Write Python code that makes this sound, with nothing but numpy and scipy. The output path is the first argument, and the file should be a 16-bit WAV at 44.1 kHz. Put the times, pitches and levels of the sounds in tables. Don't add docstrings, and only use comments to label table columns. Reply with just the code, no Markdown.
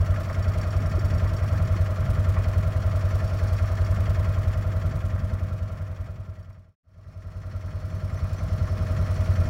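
import sys
import numpy as np
from scipy import signal
from scipy.fft import rfft, irfft
from scipy.io import wavfile
from scipy.ndimage import uniform_filter1d

SR = 44100
rng = np.random.default_rng(int(sys.argv[2]) if len(sys.argv) > 2 else 0)


def digitize_waveform(pressure):
    field = np.atleast_2d(pressure).T
    bounded = np.clip(field, -1, 1)
    quanta = np.round(bounded * 32767).astype(np.int16)
    wavfile.write(sys.argv[1], SR, quanta)


N = 418509

# pitch_hz, width_hz, level_db (each pass)
INSECT_MODES = [(4300, 860, 1.5), (5390, 215, 6.5), (5980, 770, 0), (9240, 550, -0.5), (9860, 590, -3)]
# start_s, end_s, rise_db
INSECT_SPELLS = [(3.2, 3.55, 6), (6.9, 9.49, 9)]
INSECT_EDGE_S = 0.45
# start_s, level_db
BIRD_CALLS = [(7.908, -58), (8.115, -52.5), (8.327, -51.5)]
# delay_s, length_s, start_hz, end_hz, level_db
BIRD_NOTES = [(0, .036, 7400, 7550, -7), (.035, 0.047, 5720, 6260, 0)]
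# start_s, pitch_hz, peak_db
BUMPS = [(0.80, 260, -33), (0.979, 369, -27.5), (1.755, 332, -33.5)]
BUMP_RISE_S = 0.0042
# freq_hz, density_db
HISS_SPECTRUM = [(5000, -30), (10500, -9), (11300, -3), (14000, -3), (15000, 1), (15800, 2)]

# time_s, speed_turns_per_s
DRIVE_SPEED = [(0.0, 10.59), (0.6, 10.608), (1.2, 10.562), (1.8, 10.453), (3.0, 10.49), (4.0, 10.546),
               (5.0, 10.469), (5.8, 10.433), (6.5, 10.286), (7.3, 10.312), (8.2, 10.355), (9.0, 10.311),
               (9.49, 10.119)]
FIRST_TURN = 0.148

# place_turns, level_db
RUBS = [(.215, -4), (.625, 0)]
# pitch_hz, wander_hz, level_db
SQUEAK_TONES = [(4630, 28, -5.5), (5536, 23, -3), (6500, 100, -21.5), (7140, 320, -13.5)]
# start_s, end_s, rise_db
SQUEAK_SPELLS = [(.3, 1.4, 12), (3.15, 3.85, 9), (6.348, 6.8, 8.5), (9.3, 9.49, 6.5)]
SQUEAK_EDGE_S = 0.41

# place_turns, level_db
SWEEPS = [(.255, 0), (.61, -6), (.79, -9)]
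# freq_hz, density_db
SWISH_SPECTRUM = [(800, -20), (2800, 4), (4000, 2), (7000, 0), (8300, -3), (9500, -1), (10500, -6),
                  (13000, -4), (15500, -4)]
# place_turns, level_db
SCRAPES = [(.775, 0)]
# pitch_hz, width_hz, level_db
STEEL_MODES = [(1710, 270, 14), (2170, 106, 13.5), (2466, 210, 7.5), (3004, 104, 5.5), (3243, 154, 5),
               (4330, 30, 10), (4590, 133, 2.5), (5200, 59, 4), (5460, 150, 2.5), (6050, 55, 5),
               (5980, 120, -8), (7040, 310, -0.5), (7550, 120, -1)]

# pitch_hz, width_hz, level_db
BLOCK_MODES = [(734, 40, -6.5), (827, 20, -6), (914, 13, -3.5), (1063, 62, -2), (1123, 45, -1),
               (1171, 43, -1), (1273, 35, -3), (1354, 42, -2.5), (1523, 85, -9), (1610, 25, -3.5),
               (1740, 28, -10.5), (1762, 23, -2.5), (1942, 74, -7.5), (2100, 61, -12.5), (2204, 115, -12),
               (2412, 57, -13.5), (2480, 17, -7)]
# freq_hz, density_db
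ROAR_SPECTRUM = [(150, -7), (300, -1.5), (550, -3), (690, -3.5), (880, -11.5), (1300, -6), (1850, -14.5),
                 (2700, -19.5), (3200, -19), (3850, -26), (5500, -31.5), (8400, -35.5), (11300, -37),
                 (15500, -48)]

# place_turns, level_db
KNOCKS = [(-.01, 0), (.32, -2), (.58, -11), (.83, -9)]
# pitch_hz, width_hz, level_db
DECK_MODES = [(225.4, 16.5, -8.5), (384, 9.5, -10), (512.3, 11.6, -5.5), (580.3, 12, -4.5),
              (604.5, 27.8, 0.5), (635, 31, 2), (681, 52, -9), (1055, 22, -18)]
# pitch_hz, width_hz, level_db
COVER_MODES = [(1238, 33, 0.5), (1342, 23, -1.5), (1377, 24, 0.5)]
COVER_DB, COVER_EXTRA_DB, COVER_SETTLE_S = -49, 4, 1.6

# freq_hz, density_db
RUMBLE_SPECTRUM = [(22, -52.5), (31, -16.5), (40, -5), (70, 1), (120, 2.5), (165, 0), (220, -9), (300, -19),
                   (500, -42)]
# peak_s, rise_db
TUFTS = [(.92, 6.5), (1.12, 6.5), (1.32, 6), (1.56, 6), (1.72, 5.5), (2.1, 8.5), (2.25, 6.5), (2.62, 5.5),
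         (2.76, 5.5), (2.88, 3), (4.0, 6.5)]
TUFT_HALF_S = 0.12
LIGHT_LOAD_DB, HEAVY_LOAD_DB, LOAD_WANDER_DB = -35, -30, 1.35
HEAVY_FROM_S, LOAD_RISE_S = 4.1, 0.85

# place_turns, level_db
SHOVES = [(.05, -17), (.153, 0)]
# freq_hz, level_db
BOOM_SPECTRUM = [(22, -53), (31, -13), (41, -11), (52, -2), (63, -12), (73, -5.5), (84, -0.5), (94, -0.5),
                 (105, -3.5), (115, -40.5), (126, -21.5), (147, -15), (190, -38), (330, -54.5)]
# time_s, half_length_s, change_db
SLACKS = [(.23, 0.13, -11), (1.927, 0.075, -10), (3.307, 0.12, -6.5)]

FADE_OUT_S, SHUT_AT_S, OPEN_AT_S, FADE_IN_S = 2.56, 6.754, 6.832, 2.6
TOP_HZ = 15800


def undb(db):
    return 10 ** (np.asarray(db) / 20)


def curve(table):
    return np.interp(np.arange(N) / SR, *np.transpose(table))


def level(x, db):
    return x * undb(db) / np.sqrt(np.mean(x ** 2))


def ramp(start_s, length_s):
    return np.clip((np.arange(N) / SR - start_s) / length_s, 0, 1)


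def spell(start_s, end_s, edge_s):
    return ramp(start_s - edge_s, edge_s) - ramp(end_s, edge_s)


def walk(rate_hz):
    step = int(SR / rate_hz)
    held = np.repeat(rng.standard_normal(N // step + 1), step)
    return 0.87 * uniform_filter1d(held, step)[:N]


def grit(grain_db):
    return rng.standard_normal(N) * undb(grain_db * walk(1500))


def butter(x, order, edge_hz, kind="low"):
    return signal.sosfilt(signal.butter(order, edge_hz, kind, fs=SR, output="sos"), x)


def colour(x, spectrum, size=32768):
    hz, db = np.transpose(spectrum)
    log_hz = np.log(np.fft.rfftfreq(size, 1 / SR) + 1e-9)
    log_gain = np.log(undb(np.interp(log_hz, np.log(hz), db)))
    cepstrum = irfft(log_gain)
    cepstrum[1:size // 2] *= 2
    cepstrum[size // 2 + 1:] = 0
    response = irfft(np.exp(rfft(cepstrum)))[:size // 2]
    return signal.fftconvolve(x, response)[:N]


def ring(x, modes):
    out = np.zeros(N)
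    for k, (hz, width_hz, db) in enumerate(modes):
        b, a = signal.iirpeak(hz, hz / width_hz, SR)
        out += (-1) ** k * undb(db) * signal.lfilter(b, a, x)
    return out


def blows(turns, place, scatter_db, jitter_s, size=1024):
    chance = rng.standard_normal((size, 2))
    at = np.interp(np.arange(size) + place, turns, np.arange(N), left=-N, right=2 * N)
    at = at + jitter_s * SR * chance[:, 0]
    inside = (at >= 0) & (at < N)
    return np.bincount(at[inside].astype(int), undb(scatter_db * chance[inside, 1]), N)


def strokes(turns, table, scatter_db, jitter_s):
    return sum(undb(db) * blows(turns, place, scatter_db, jitter_s) for place, db in table)


def swell(pulses, rise_s):
    pole = np.exp(-1 / (rise_s * SR))
    return signal.lfilter([1], [1, -2 * pole, pole ** 2], pulses)


def pattern(turns, size=4096):
    return np.interp(turns % 1 * size, np.arange(size), rng.standard_normal(size))


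def insects():
    buzz = ring(ring(grit(1.9), INSECT_MODES), INSECT_MODES)
    flutter = undb(1.7 * walk(40))
    chorus_db = sum(db * spell(start, end, INSECT_EDGE_S) for start, end, db in INSECT_SPELLS)
    return level(buzz * flutter * undb(chorus_db), -60.5)


def bird():
    out, t = np.zeros(N), np.arange(N) / SR
    for start, call_db in BIRD_CALLS:
        for delay, length, from_hz, to_hz, db in BIRD_NOTES:
            on = (t > start + delay) & (t < start + delay + length)
            pitch_hz = np.linspace(from_hz, to_hz, on.sum())
            glide = np.sin(2 * np.pi * np.cumsum(pitch_hz) / SR)
            out[on] += undb(call_db + db) * np.sqrt(2) * np.hanning(on.sum()) * glide
    return out


def bumps():
    out = np.zeros(N)
    for start, hz, db in BUMPS:
        age_s = np.maximum(np.arange(N) / SR - start, 0)
        envelope = age_s / BUMP_RISE_S * np.exp(1 - age_s / BUMP_RISE_S)
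        out += undb(db) * envelope * np.sin(2 * np.pi * hz * age_s)
    return out


def hiss():
    return level(colour(grit(3.6), HISS_SPECTRUM), -64)


def squeak(turns):
    rubs = swell(strokes(turns, RUBS, scatter_db=2.5, jitter_s=0.0032), rise_s=0.0039)
    tones = np.zeros(N)
    for hz, wander_hz, db in SQUEAK_TONES:
        pitch_hz = hz + wander_hz * walk(500)
        tones += undb(db) * np.sin(2 * np.pi * np.cumsum(pitch_hz) / SR)
    rasp = level(butter(grit(1.5), 2, [4000, 8000], "band"), -13)
    dryness_db = sum(db * spell(start, end, SQUEAK_EDGE_S) for start, end, db in SQUEAK_SPELLS)
    return level(rubs * (tones + rasp) * undb(dryness_db), -63.5)


def swish(turns):
    sweep = swell(strokes(turns, SWEEPS, scatter_db=1.2, jitter_s=0.0015), rise_s=0.0075)
    return level(colour(sweep * grit(2.8), SWISH_SPECTRUM), -57.5)


def scrape(turns):
    rub = level(swell(strokes(turns, SCRAPES, scatter_db=1.1, jitter_s=0.002), rise_s=0.007), 0)
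    steel = ring((rub + 0.44) * grit(0.95), STEEL_MODES)
    return level(butter(steel, 3, 8000), -52)


def engine(turns, count=9):
    hum = np.cos(2 * np.pi * (turns * count - 0.62))
    firings = blows(turns * count, place=0.51, scatter_db=4.5, jitter_s=0.00022)
    firings = level(swell(firings, rise_s=0.0013), 0)
    contacts = (firings + 0.82) * (grit(2.5) + 0.88 * pattern(turns))
    clatter = ring(contacts, BLOCK_MODES) * undb(0.58 * walk(4.4))
    clatter = butter(clatter, 2, [550, 2900], "band")
    gears = butter(pattern(turns), 2, 1100)
    roar = colour(grit(2.3) + 0.73 * gears, ROAR_SPECTRUM) * undb(0.5 * walk(9.7))
    return level(hum, -30) + level(clatter, -46) + level(roar, -43)


def knocks(turns):
    hits = strokes(turns, KNOCKS, scatter_db=0.7, jitter_s=0.0001)
    rattle_envelope = level(swell(hits, rise_s=0.0067), 0) + 1.2
    rattle = rattle_envelope * (rng.standard_normal(N) + 1.1 * pattern(turns))
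    deck = ring(level(hits, 0) + level(rattle, -9), DECK_MODES)
    deck = butter(deck, 3, 1400)
    cover = ring(level(hits, -5.5) + level(rattle, 0), COVER_MODES)
    cover = butter(cover, 2, [1050, 1550], "band")
    extra_db = COVER_EXTRA_DB * (1 - ramp(0, COVER_SETTLE_S))
    return level(deck, -40.5) + level(cover, COVER_DB) * undb(extra_db)


def load_db():
    going = LIGHT_LOAD_DB + (HEAVY_LOAD_DB - LIGHT_LOAD_DB) * ramp(HEAVY_FROM_S, LOAD_RISE_S)
    surges = sum(db * spell(at, at, TUFT_HALF_S) for at, db in TUFTS)
    return going + surges + LOAD_WANDER_DB * walk(14)


def rumble(turns):
    pulse = 1 + 0.066 * np.cos(2 * np.pi * (turns - 0.2))
    churn = colour(rng.standard_normal(N) * pulse, RUMBLE_SPECTRUM)
    return level(butter(churn, 2, 600), 0) * undb(load_db())


def thump(turns):
    force_db = sum(db * spell(at, at, half_s) for at, half_s, db in SLACKS)
    shoves = strokes(turns, SHOVES, scatter_db=1.0, jitter_s=0.00013) * undb(force_db)
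    boom = butter(colour(shoves, BOOM_SPECTRUM), 4, 300)
    return level(boom, -23.5)


def scene():
    turns = FIRST_TURN + np.cumsum(curve(DRIVE_SPEED)) / SR
    background = insects() + bird() + bumps() + hiss()
    cutting = squeak(turns) + swish(turns) + scrape(turns)
    machine = cutting + engine(turns) + knocks(turns) + rumble(turns) + thump(turns)
    return (background + machine)[None]


def record(dry):
    fader = 1 - ramp(SHUT_AT_S - FADE_OUT_S, FADE_OUT_S) + ramp(OPEN_AT_S, FADE_IN_S)
    top_cut = signal.ellip(10, 0.2, 80, TOP_HZ, fs=SR, output="sos")
    return signal.sosfilt(top_cut, dry * fader)


dry = scene()
out = record(dry)
digitize_waveform(out)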